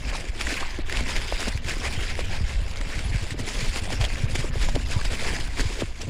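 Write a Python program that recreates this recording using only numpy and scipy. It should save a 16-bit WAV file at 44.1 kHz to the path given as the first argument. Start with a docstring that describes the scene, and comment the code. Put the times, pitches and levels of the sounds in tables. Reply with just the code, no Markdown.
"""Wind buffets the microphone over a low shaking, then tyres crunch down a rocky forest trail in dry leaves.
The place is heard from the chest of a mountain biker, with tyres, bike and wind all close to one microphone.
Leaves, stalks, soil and grit are showers of random clicks ringing in filter bands; twigs, knocks and bumps
are short damped tones mixed with noise; chain and cables are tapped resonances.
Headwind is deep filtered noise, and each gust a swell of a wandering low tone."""
import sys
import numpy as np
from scipy import signal
from scipy.fft import rfft, irfft, next_fast_len
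from scipy.io import wavfile
from scipy.ndimage import uniform_filter1d

SR = 44100
rng = np.random.default_rng(int(sys.argv[2]) if len(sys.argv) > 2 else 0)


def bounce(signal):
    """Save signal as a 16-bit WAV file at the path given by the first command-line argument."""
    frames = np.transpose(np.atleast_2d(signal))
    limited = np.clip(frames, -1, 1)
    pcm = np.round(limited * 32767).astype(np.int16)
    wavfile.write(sys.argv[1], SR, pcm)


N = 268613  # length [samples]

# All levels are relative: a layer may trim or filter them further.
# Widths run from the middle of a swell to where its gain has fallen to exp(-2).

# steady headwind: (time [s], level [dB])
WIND_LEVEL = [(0, -42.5), (.8, -33), (1.7, -38.5), (2.3, -31.5), (2.9, -37), (3.35, -37.5), (3.7, -35.5),
              (4.3, -32.5), (4.8, -31), (5.3, -32.5), (5.95, -38.5), (6.09, -44)]
# wind eddies: (frequency [Hz], density [dB per Hz])
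WIND_SPECTRUM = [(5, -11), (14, 7), (24, 1.5), (31, -12.5), (42, -5), (65, -7), (105, -16.5), (160, -32.5),
                 (400, -73.5)]
# gusts buffet the microphone: (middle [s], level [dB], width [s])
GUST_SWELLS = [(.092, -25, 0.13), (.295, -19, 0.019), (.486, -27.5, 0.081), (.87, -32, .05),
               (.997, -22, 0.049), (1.176, -20.5, 0.054), (1.359, -19, 0.045), (1.52, -30.5, 0.14),
               (1.759, -24, 0.09), (1.883, -26, .07), (2.04, -21, .035), (2.11, -18.5, 0.018),
               (2.439, -24.5, 0.057), (2.58, -20, 0.055), (2.644, -27, 0.028), (2.822, -22, 0.06),
               (2.974, -20.5, .026), (3.073, -22, 0.026), (3.147, -21, 0.086), (3.567, -23.5, 0.065),
               (3.693, -16, 0.031), (4.02, -20.5, 0.079), (4.13, -22, 0.037), (4.465, -22, 0.026),
               (4.59, -22.5, 0.068), (4.637, -20.5, 0.065), (4.69, -18, 0.065), (4.758, -23, 0.031),
               (4.96, -29, 0.049), (5.089, -20.5, .055), (5.31, -26, 0.036), (5.45, -27.5, 0.13),
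               (5.616, -16.5, 0.028), (5.73, -28, .05)]
GUST_HZ, GUST_WANDER_OCTAVES = 34.9, 0.5  # central pitch, spread of its wander

# shaking of frame and rider: (time [s], level [dB])
RUMBLE_LEVEL = [(0, -29), (.8, -50), (1.02, -23), (1.27, -38), (1.65, -30.5), (2.1, -36), (2.5, -35),
                (2.85, -40), (3.4, -30), (3.85, -35.5), (4.4, -26.5), (5.3, -31.5), (5.65, -41.5),
                (5.97, -45), (6.06, -24)]
# shaking of frame and rider: (frequency [Hz], density [dB per Hz])
RUMBLE_SPECTRUM = [(40, -8.5), (100, 4), (150, -1.5), (200, -10.5), (245, -1), (310, -24), (600, -16),
                   (3000, -104)]

# how hard the rolling tyres churn the leaves: (time [s], crunch level [dB])
ROLLING_CRUNCH = [(0.0, -41.5), (0.13, -30), (0.32, -41.5), (0.5, -29), (0.86, -39.5), (0.9, -35),
                  (1.44, -31), (1.64, -42), (1.87, -31.5), (2.29, -36.5), (2.63, -39.5), (3.68, -35),
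                  (4.18, -35), (4.45, -37), (4.85, -38.5), (5.37, -30.5), (5.51, -41), (5.85, -45),
                  (5.93, -46), (6.0, -41), (6.09, -42.5)]
# a tyre ploughs into a heap of leaves: (middle [s], level [dB], width [s])
LEAF_HEAPS = [(.151, -40, 0.0099), (.414, -30, 0.032), (.519, -30.5, 0.072), (.61, -28.5, 0.03),
              (.925, -29.5, 0.031), (.975, -27.5, 0.054), (1.104, -27, 0.04), (1.168, -25, 0.023),
              (1.42, -28.5, 0.033), (1.482, -27, 0.019), (1.699, -27, 0.051), (1.858, -27.5, 0.035),
              (2.029, -31, 0.046), (2.1, -30, 0.018), (2.206, -29, 0.02), (2.342, -30.5, 0.055),
              (2.505, -33.5, 0.062), (2.79, -50, 0.047), (2.955, -34, 0.14), (3.148, -35, 0.028),
              (3.23, -34, 0.025), (3.32, -37.5, 0.032), (3.395, -35, 0.019), (3.485, -27.5, 0.021),
              (3.604, -33.5, 0.17), (3.769, -27, 0.031), (3.931, -28, 0.026), (4.018, -26.5, 0.021),
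              (4.048, -27, 0.025), (4.357, -23.5, 0.011), (4.395, -29, 0.029), (4.437, -36, 0.018),
              (4.632, -27.5, 0.052), (4.693, -29.5, 0.012), (4.756, -26, 0.0079), (4.925, -29, 0.041),
              (5.055, -26.5, 0.013), (5.137, -29, 0.032), (5.26, -30, 0.081), (5.602, -24.5, 0.036),
              (5.69, -33.5, 0.24), (5.807, -27, 0.02), (6.018, -33, 0.02)]
# dry leaves: (frequency [Hz], density [dB per Hz])
LEAF_SPECTRUM = [(500, -6), (1250, -8.5), (1650, -2), (2350, -1.5), (3100, -2.5), (4200, -5), (4900, -2.5),
                 (6000, -8.5), (7100, -5.5), (8800, -12.5), (10400, -13.5), (11800, -30), (13500, -24),
                 (16000, -35)]
# treble of the crunch: (time [s], gain [dB])
CRUNCH_TREBLE = [(0, -4), (.6, -3), (.8, -8), (1.05, -3), (1.8, -2), (2.3, -5), (3.3, -2.5), (3.65, 1),
                 (4.0, -4.5), (4.18, -2), (5.0, -1.5), (6.09, -2)]
# patches where the leaves thin out: (middle [s], bareness [dB against fully bare], width [s])
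BARE_PATCHES = [(.835, -7, 0.027), (1.605, -5, 0.02), (3.36, -6, 0.027), (4.271, -5, .028),
                (4.514, -4, .022), (5.492, -15, 0.013)]
BARE_DB, BARE_TREBLE_DB = -4.5, -23  # fully bare: change of rolling crunch, further change of all treble
RUSTLE_SHARE = 0.35  # smooth rustle beside the cracks of the rolling tyres

# soil and gravel: (frequency [Hz], density [dB per Hz])
GROUND_SPECTRUM = [(90, -15.5), (180, 2.5), (250, 1.5), (400, 1), (700, -4), (1050, -7.5), (1400, -15.5),
                   (6000, -61)]
USUAL_CRUNCH_DB = -36
GROUND_DB, GROUND_FOLLOWS = -44, 0.84  # soil at the usual crunch; its share of the crunch's swing in dB

# chain, cables and frame: (frequency [Hz], strength [dB], t60 [s])
RATTLE_RESONANCES = [(1039, 13.5, 0.044), (2100, 21.5, 0.032), (2326, 24, 0.033), (2657, 15, 0.067)]

# stones and roots knock on the wheels: (time [s], level [dB], pitch at the crest [Hz], t60 [s])
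WHEEL_KNOCKS = [(0.145, -26.5, 1030, 0.019), (.242, -27, 378, 0.0055), (0.786, -23.5, 309, 0.022),
                (1.008, -26, 464, 0.0069), (1.066, -29, 264, 0.025), (1.3231, -17, 680, 0.0053),
                (1.472, -19, 207, 0.02), (1.767, -28, 336, 0.0067), (2.1905, -18.5, 560, 0.0038),
                (2.504, -35, 385, 0.0089), (2.805, -27.5, 217, 0.013), (3.053, -33.5, 195, 0.026),
                (3.342, -27, 323, 0.012), (3.391, -25.5, 357, 0.0095), (3.394, -32, 252, 0.039),
                (3.759, -28, 416, 0.0092), (3.904, -25, 774, 0.0049), (3.937, -23.5, 368, 0.0071),
                (4.354, -24.5, 434, 0.0056), (4.44, -24.5, 355, 0.02), (4.555, -26, 437, 0.0074),
                (4.687, -25, 780, 0.0049), (4.748, -19, 393, 0.0081), (4.7616, -15, 540, 0.0063),
                (4.764, -26.5, 273, 0.0355), (4.902, -21, 398, 0.006), (4.963, -29, 222, 0.017),
                (5.333, -25.5, 473, 0.015), (5.393, -29, 433, 0.0055), (5.597, -28.5, 276, 0.028),
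                (5.818, -26, 517, 0.0048), (5.8204, -26, 1250, 0.0037), (5.8208, -17, 363, 0.0077),
                (5.823, -27.5, 221, 0.026), (6.031, -29.5, 480, 0.0097), (6.066, -30, 348, 0.01)]

# twigs snap: (time [s], level [dB], pitch at the crest [Hz], t60 [s])
TWIG_SNAPS = [(.2877, -32, 2200, 0.0053), (.409, -21.5, 1730, 0.0057), (0.412, -19, 5230, 0.0021),
              (.42, -25, 5440, 0.0019), (0.468, -24, 1980, .014), (.541, -23, 2770, 0.0041),
              (0.788, -34, 2100, 0.0064), (.8165, -38, 2100, .004), (0.8968, -24, 1820, 0.0066),
              (0.9247, -19.5, 1970, 0.006), (0.971, -19.5, 2680, 0.0047), (1.006, -24, 2340, 0.0061),
              (1.0668, -32, 1990, 0.0044), (1.1632, -20, 2180, 0.0048), (1.169, -32, 3620, 0.0014),
              (1.2764, -25.5, 2280, 0.0044), (1.405, -24, 5550, 0.0016), (1.4275, -25.5, 1800, 0.0083),
              (1.4835, -21.5, 6530, .002), (1.5748, -28, 2440, 0.0062), (1.646, -27.5, 2380, 0.0035),
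              (1.6957, -21, 2300, 0.0047), (1.7388, -27.5, 2190, .004), (1.7842, -29, 2390, 0.0036),
              (2.0805, -29, 3470, 0.0032), (2.1535, -27, 2000, .004), (2.1921, -25.5, 2120, 0.0056),
              (2.2543, -29, 5000, 0.0014), (2.6797, -33, 2340, 0.0051), (2.7122, -30, 5200, .002),
              (2.7586, -28, 2200, 0.0037), (2.772, -29, 4800, 0.0022), (2.8119, -25.5, 1980, 0.0066),
              (2.991, -25.5, 2340, 0.0075), (3.1596, -26, 2220, 0.0041), (3.1698, -30, 5000, 0.0023),
              (3.3072, -23, 2140, 0.0031), (3.546, -26.5, 2280, 0.0032), (3.6086, -24.5, 2200, 0.0041),
              (3.76, -21.5, 2360, 0.0029), (3.904, -23, 2600, 0.0027), (3.9276, -27, 5000, 0.0029),
              (4.0122, -21, 3300, 0.0043), (4.041, -21.5, 3450, .006), (4.05, -22, 3400, 0.0057),
              (4.1558, -29, 2100, 0.0043), (4.2985, -32, 2300, 0.012), (4.355, -24, 2070, 0.0044),
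              (4.687, -28, 1700, 0.0043), (4.7485, -33, 1800, 0.0045), (4.756, -30, 5550, 0.0026),
              (4.7592, -33, 2500, 0.0037), (5.013, -26, 1700, 0.011), (5.137, -28, 2820, 0.0041),
              (5.5727, -28, 2300, 0.0037), (5.595, -20, 1730, 0.0055), (5.604, -22, 2600, 0.0022),
              (5.8568, -35, 2370, .005), (6.0158, -26.5, 5900, .006)]

# a tyre grinds through dry stalks: (middle [s], level [dB], width [s])
STALK_SWELLS = [(.513, -28.5, .022), (.588, -31, .022), (.947, -29, 0.02), (.99, -33.5, .03),
                (1.103, -32, .018), (1.176, -29, 0.0092), (1.705, -28.5, 0.038), (1.862, -30, 0.059),
                (2.103, -33, 0.04), (2.34, -33.5, .025), (2.941, -31, 0.019), (3.158, -32, 0.052),
                (3.608, -35, 0.044), (4.154, -39, 0.022), (4.926, -39, .03), (5.29, -31, 0.058),
                (5.358, -30, .018)]
STALK_LOW_HZ, STALK_TOP_HZ = 1460, 2610

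# a tyre scuffs over grit: (middle [s], level [dB], width [s])
GRIT_SCUFFS = [(.635, -34.5, 0.03), (1.85, -37, 0.046), (2.34, -52, 0.021), (3.87, -39, 0.024),
               (4.04, -37, 0.024), (4.44, -39.5, 0.03), (4.69, -37, 0.017), (4.98, -38.5, 0.034),
               (5.28, -41, 0.065)]

# bumps that reach the rider's body: (time [s], level [dB], pitch at the crest [Hz])
BODY_BUMPS = [(0.957, -38, 104), (1.549, -21, 84), (1.649, -23, 92), (1.974, -23, 102), (2.294, -26, 95),
              (2.362, -21.5, 68.4), (2.408, -17.5, 103), (2.433, -18.5, 66.6), (2.528, -30, 95),
              (2.617, -20.5, 86.5), (2.866, -25, 85.4), (2.976, -21.5, 92), (3.05, -20, 86),
              (3.144, -19.5, 121), (3.222, -21, 90), (3.317, -24, 114), (3.401, -24, 114),
              (3.624, -22.5, 134), (3.702, -25.5, 87), (3.82, -22, 78), (3.934, -26, 97), (4.005, -19, 90),
              (4.091, -28, 98), (4.235, -15.5, 110), (4.331, -23, 104), (4.388, -23.5, 116),
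              (4.565, -22, 91), (4.689, -26, 92), (4.745, -23.5, 118), (4.961, -15.5, 105),
              (5.117, -26, 92), (5.399, -31.5, 126.7), (5.479, -29, 90), (5.598, -26, 114),
              (5.651, -18.5, 98), (5.831, -21, 108), (6.047, -26, 100)]

CUTOFF_HZ = 15600


def from_db(db):
    """Decibels to gain."""
    return 10 ** (np.asarray(db) / 20)


def rms_one(x):
    """Scale to rms 1."""
    return x / np.sqrt(np.mean(x ** 2) + 1e-20)


def in_time(rows):
    """Level at every sample from (time [s], level [dB]) rows, joined by straight lines."""
    s, level_db = np.transpose(rows)
    return np.interp(np.arange(N) / SR, s, level_db)


def swells(rows):
    """Gain of bell-shaped swells from (middle [s], level [dB], width [s]) rows; their powers add."""
    t, power = np.arange(N) / SR, np.zeros(N)
    for s, db, width in rows:
        near = slice(*np.searchsorted(t, [s - 2 * width, s + 2 * width]))
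        bell = np.exp(-2 * ((t[near] - s) / width) ** 2)
        power[near] += (from_db(db) * bell) ** 2
    return np.sqrt(power)


def drift(rate):
    """Smooth chance with spread 1 that changes about rate times a second."""
    step = 40  # samples between slow values
    r = np.exp(-2 * np.pi * rate * step / SR)
    settle = 2000  # slow values dropped while the filter settles
    noise = rng.standard_normal(N // step + settle + 2)
    slow = signal.lfilter([1], [1, -2 * r, r * r], noise)[settle:]
    return np.interp(np.arange(N) / step, np.arange(len(slow)), rms_one(slow))


def evened(x, span_s):
    """Hold the rms near 1 over the given span, leaving faster detail alone."""
    size = int(span_s * SR / 2) + 1
    power = uniform_filter1d(uniform_filter1d(x * x, size), size)
    return x / np.sqrt(power + 1e-12)


def filtered(x, order, hz, kind="low"):
    """Causal Butterworth filter."""
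    return signal.sosfilt(signal.butter(order, hz, kind, fs=SR, output="sos"), x)


def coloured(x, spectrum):
    """Causal (minimum-phase) filter with the given spectrum, built from its folded cepstrum."""
    size = 2 * next_fast_len(N // 2 + SR // 4)
    hz, db = np.transpose(spectrum)
    bins_hz = np.fft.rfftfreq(size, 1 / SR)
    gain = from_db(np.interp(np.log(bins_hz + 1), np.log(hz), db))
    cepstrum = irfft(np.log(gain))
    cepstrum[1:size // 2] *= 2
    cepstrum[size // 2 + 1:] = 0
    return irfft(rfft(x, size) * np.exp(rfft(cepstrum)))[:N]


def clicks(per_s, spread_db):
    """Random clicks: a positive spread gives a few loud ones, a negative spread a few faint ones."""
    sizes = from_db(spread_db * np.minimum(rng.exponential(1, N), 4))
    return (rng.random(N) < per_s / SR) * sizes


def grains(train, low_hz, high_hz, patchy_db, count):
    """Each click rings a row of bands with its own strengths, hence its own pitch; bands vary in patches."""
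    edges = np.geomspace(low_hz, high_hz, count + 1)
    out = 0
    for band in zip(edges, edges[1:]):
        struck = train * rng.standard_normal(N) * from_db(patchy_db * drift(16.4))
        out = out + filtered(struck + 1e-18, 2, band, "band")
    return rms_one(out)


def add(out, s, sound):
    """Mix a sound in at time s."""
    start = max(int(s * SR), 0)
    out[start:start + len(sound)] += sound[:max(N - start, 0)]


def fading(length, fall_s):
    """Exponential decay over length samples, falling to 1/e in fall_s."""
    return np.exp(-np.arange(length) / SR / fall_s)


def blow(hz, t60, rough, sag, softness):
    """Damped tone and noise: soft contact swells more roundly, pitch sags, rough is noise against tone."""
    t = np.arange(SR // 4) / SR
    noise = filtered(rng.standard_normal(len(t)), 2, [hz / 2, hz * 1.11], "band")
    age = np.log(1000) * t / (t60 * softness)  # 1 at the crest
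    shape = (age * np.exp(1 - age)) ** softness
    turns = np.cumsum(hz * ((1 + age) / 2) ** -sag) / SR
    crest_turns = np.interp(1, age, turns)
    tone = shape * np.cos(2 * np.pi * (turns - crest_turns))
    roughness = rough * tone.std() * rms_one(shape * noise)
    return (tone + roughness) / np.hypot(1, rough)


def wind(steady_db, gust_db):
    """Slow, lumpy eddies press on the microphone; each gust is a separate deep buffet of a low tone."""
    eddies = coloured(rng.standard_normal(N), WIND_SPECTRUM)
    steady = from_db(in_time(WIND_LEVEL) + steady_db) * evened(eddies, 0.36)
    pitch_hz = GUST_HZ * 2 ** (GUST_WANDER_OCTAVES * drift(21.6))
    buffet = rms_one(np.cos(2 * np.pi * np.cumsum(pitch_hz) / SR))
    return steady + from_db(gust_db) * swells(GUST_SWELLS) * buffet


def rumble(trim_db):
    """Uneven ground shakes the frame and the rider in small, dull lumps."""
    lumps = clicks(per_s=150, spread_db=-2.5) * rng.standard_normal(N)
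    level = from_db(in_time(RUMBLE_LEVEL) + trim_db)
    return level * evened(coloured(lumps, RUMBLE_SPECTRUM), 0.21)


def bareness():
    """0 in the leaves, 1 for a fully bare patch."""
    return swells(BARE_PATCHES)


def rolling_level():
    """Crunch of the rolling tyres in dB, lower over bare patches."""
    return in_time(ROLLING_CRUNCH) + BARE_DB * bareness()


def tyre_load():
    """How hard the tyres churn, rolling and ploughing together, as a gain."""
    return np.hypot(from_db(rolling_level()), swells(LEAF_HEAPS))


def ticks(per_s, spread_db):
    """Brittle leaves and stems give single sharp ticks: each is one impulse, dull or bright by chance."""
    out = 0
    tops_hz = [2500, 5000, 15000]
    for hz in tops_hz:
        train = clicks(per_s / len(tops_hz), spread_db) * rng.choice([-1, 1], N)
        out = out + rms_one(filtered(train + 1e-18, 1, hz))
    return rms_one(out)


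def crackle(per_s, spread_db, clump_db, hiss, patchy_db, ticks_per_s, tick_db):
    """Leaves break in clumps of tiny cracks and sharper ticks, over a smooth rustle."""
    clumps = from_db(clump_db * drift(16.0) + 0.35 * drift(240))
    cracks_and_rustle = (rms_one(clicks(per_s, spread_db)) + hiss) * clumps
    fine = grains(cracks_and_rustle, 500, 17000, patchy_db, count=30)
    sharp = filtered(ticks(ticks_per_s, spread_db=-1.3), 2, 700, "high")
    return coloured(fine + from_db(tick_db) * rms_one(sharp * clumps), LEAF_SPECTRUM)


def leaves(rolling_db, ploughing_db):
    """The steady crunch swells in each heap and turns dull over bare patches."""
    steady = crackle(per_s=2000, spread_db=-2.0, clump_db=3.0, hiss=RUSTLE_SHARE,
                     patchy_db=3.5, ticks_per_s=380, tick_db=-9.5)
    rolling = from_db(rolling_level() + rolling_db) * evened(steady, 0.085)
    heaped = crackle(per_s=4900, spread_db=0.5, clump_db=5.0, hiss=0.39,
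                     patchy_db=1.0, ticks_per_s=600, tick_db=-6.5)
    ploughing = from_db(ploughing_db) * swells(LEAF_HEAPS) * evened(heaped, 0.026)
    crunch = rolling + ploughing
    # zero-phase high-pass, so that the treble can be turned down in place
    treble = signal.sosfiltfilt(signal.butter(2, 3800, "high", fs=SR, output="sos"), crunch)
    treble_db = in_time(CRUNCH_TREBLE) + BARE_TREBLE_DB * bareness()
    return crunch + treble * (from_db(treble_db) - 1)


def ground(lumpy_db):
    """Tread blocks and loose stones patter dully and unevenly on the soil, louder as the tyres work harder."""
    effort = tyre_load() / from_db(USUAL_CRUNCH_DB)
    stones = rms_one(clicks(per_s=600, spread_db=-0.5)) + 0.23
    patter = coloured(grains(stones, 78.6, 2700, patchy_db=3.5, count=10), GROUND_SPECTRUM)
    level = from_db(GROUND_DB + lumpy_db * drift(0.95)) * effort ** GROUND_FOLLOWS
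    return level * evened(patter, 0.72)


def stems(level_db):
    """Small stems snap at random under the tyres, following the rolling crunch."""
    snaps = grains(clicks(per_s=70, spread_db=2.5), 1293, 2760, patchy_db=1.0, count=5)
    return from_db(level_db + rolling_level()) * snaps


def rattle(level_db, per_s, spread_db, jolt):
    """Chain and cables tap the frame, harder as the tyres churn and just after each knock."""
    shaking = tyre_load()
    for s, db, hz, t60 in WHEEL_KNOCKS:
        add(shaking, s, jolt * from_db(db) * fading(SR // 4, 0.0097))
    taps, out = clicks(per_s, spread_db), 0
    for hz, db, t60 in RATTLE_RESONANCES:
        r = np.exp(-np.log(1000) / (t60 * SR))
        w = 2 * np.pi * hz / SR
        struck = taps * rng.standard_normal(N) + 1e-18
        ringing = signal.lfilter([0, np.sin(w)], [1, -2 * r * np.cos(w), r * r], struck)
        out = out + from_db(db) * ringing
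    return from_db(level_db) * shaking * evened(out, 0.15)


def knocks(shudder_db, shudder_s):
    """Stones and roots knock hollowly on the wheels, each leaving a brief dull shudder in the bike."""
    out, shudder = np.zeros(N), np.zeros(N)
    for s, db, hz, t60 in WHEEL_KNOCKS:
        add(out, s, from_db(db) * blow(hz, t60, rough=0.69, sag=0.37, softness=2.027))
        add(shudder, s, from_db(db + shudder_db) * fading(SR // 4, shudder_s))
    dull_noise = coloured(rng.standard_normal(N), GROUND_SPECTRUM)
    return out + shudder * evened(dull_noise, 0.022)


def twigs(top_hz):
    """Twigs crack sharply as damped tones and splinter for a moment as fading noise."""
    cracks, splintering = np.zeros(N), np.zeros(N)
    for s, db, hz, t60 in TWIG_SNAPS:
        add(cracks, s, from_db(db) * blow(hz, t60, rough=0.7, sag=0.1, softness=1))
        add(splintering, s, from_db(db - 6.5) * fading(SR // 10, 0.003))
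    splinters = splintering * rms_one(coloured(rng.standard_normal(N), LEAF_SPECTRUM))
    return filtered(cracks, 2, top_hz) + splinters


def stalks(level_db):
    """Crushed stalks break in coarse, woody clusters whose pitch shifts from one patch to the next."""
    train = clicks(per_s=600, spread_db=3.0)
    cracks = grains(train, STALK_LOW_HZ, STALK_TOP_HZ, patchy_db=6.5, count=5)
    return from_db(level_db + 1.5 * drift(70.0)) * swells(STALK_SWELLS) * evened(cracks, 0.013)


def scuffs():
    """Grit grinds under the tread in short, coarse scrapes."""
    grit = grains(clicks(per_s=1400, spread_db=-2.0), 530, 1240, patchy_db=8.0, count=4)
    return swells(GRIT_SCUFFS) * evened(grit, 0.06)


def bumps():
    """Bumps thud softly through the rider's body as low damped tones."""
    out = np.zeros(N)
    for s, db, hz in BODY_BUMPS:
        add(out, s, from_db(db) * blow(hz, t60=0.042, rough=0.34, sag=0.4, softness=1.05))
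    return out


def scene():
    """Tyres, bike and wind, all close to one microphone."""
    air = wind(steady_db=7.0, gust_db=-2.5)
    tyres = leaves(rolling_db=-2.5, ploughing_db=-3.5) + ground(lumpy_db=1.0) + stems(level_db=-13.5)
    tyres = tyres + twigs(top_hz=6300) + stalks(level_db=-5.0) + scuffs()
    bike = rumble(trim_db=-9.0) + rattle(level_db=-14.5, per_s=97, spread_db=4.5, jolt=0.025)
    bike = bike + knocks(shudder_db=-17.5, shudder_s=0.011) + bumps()
    return (air + tyres + bike)[None]


def record(dry):
    """A steep elliptic low-pass cuts the top."""
    return signal.sosfilt(signal.ellip(10, 0.2, 80, CUTOFF_HZ, fs=SR, output="sos"), dry)


dry = scene()
out = record(dry)
bounce(out)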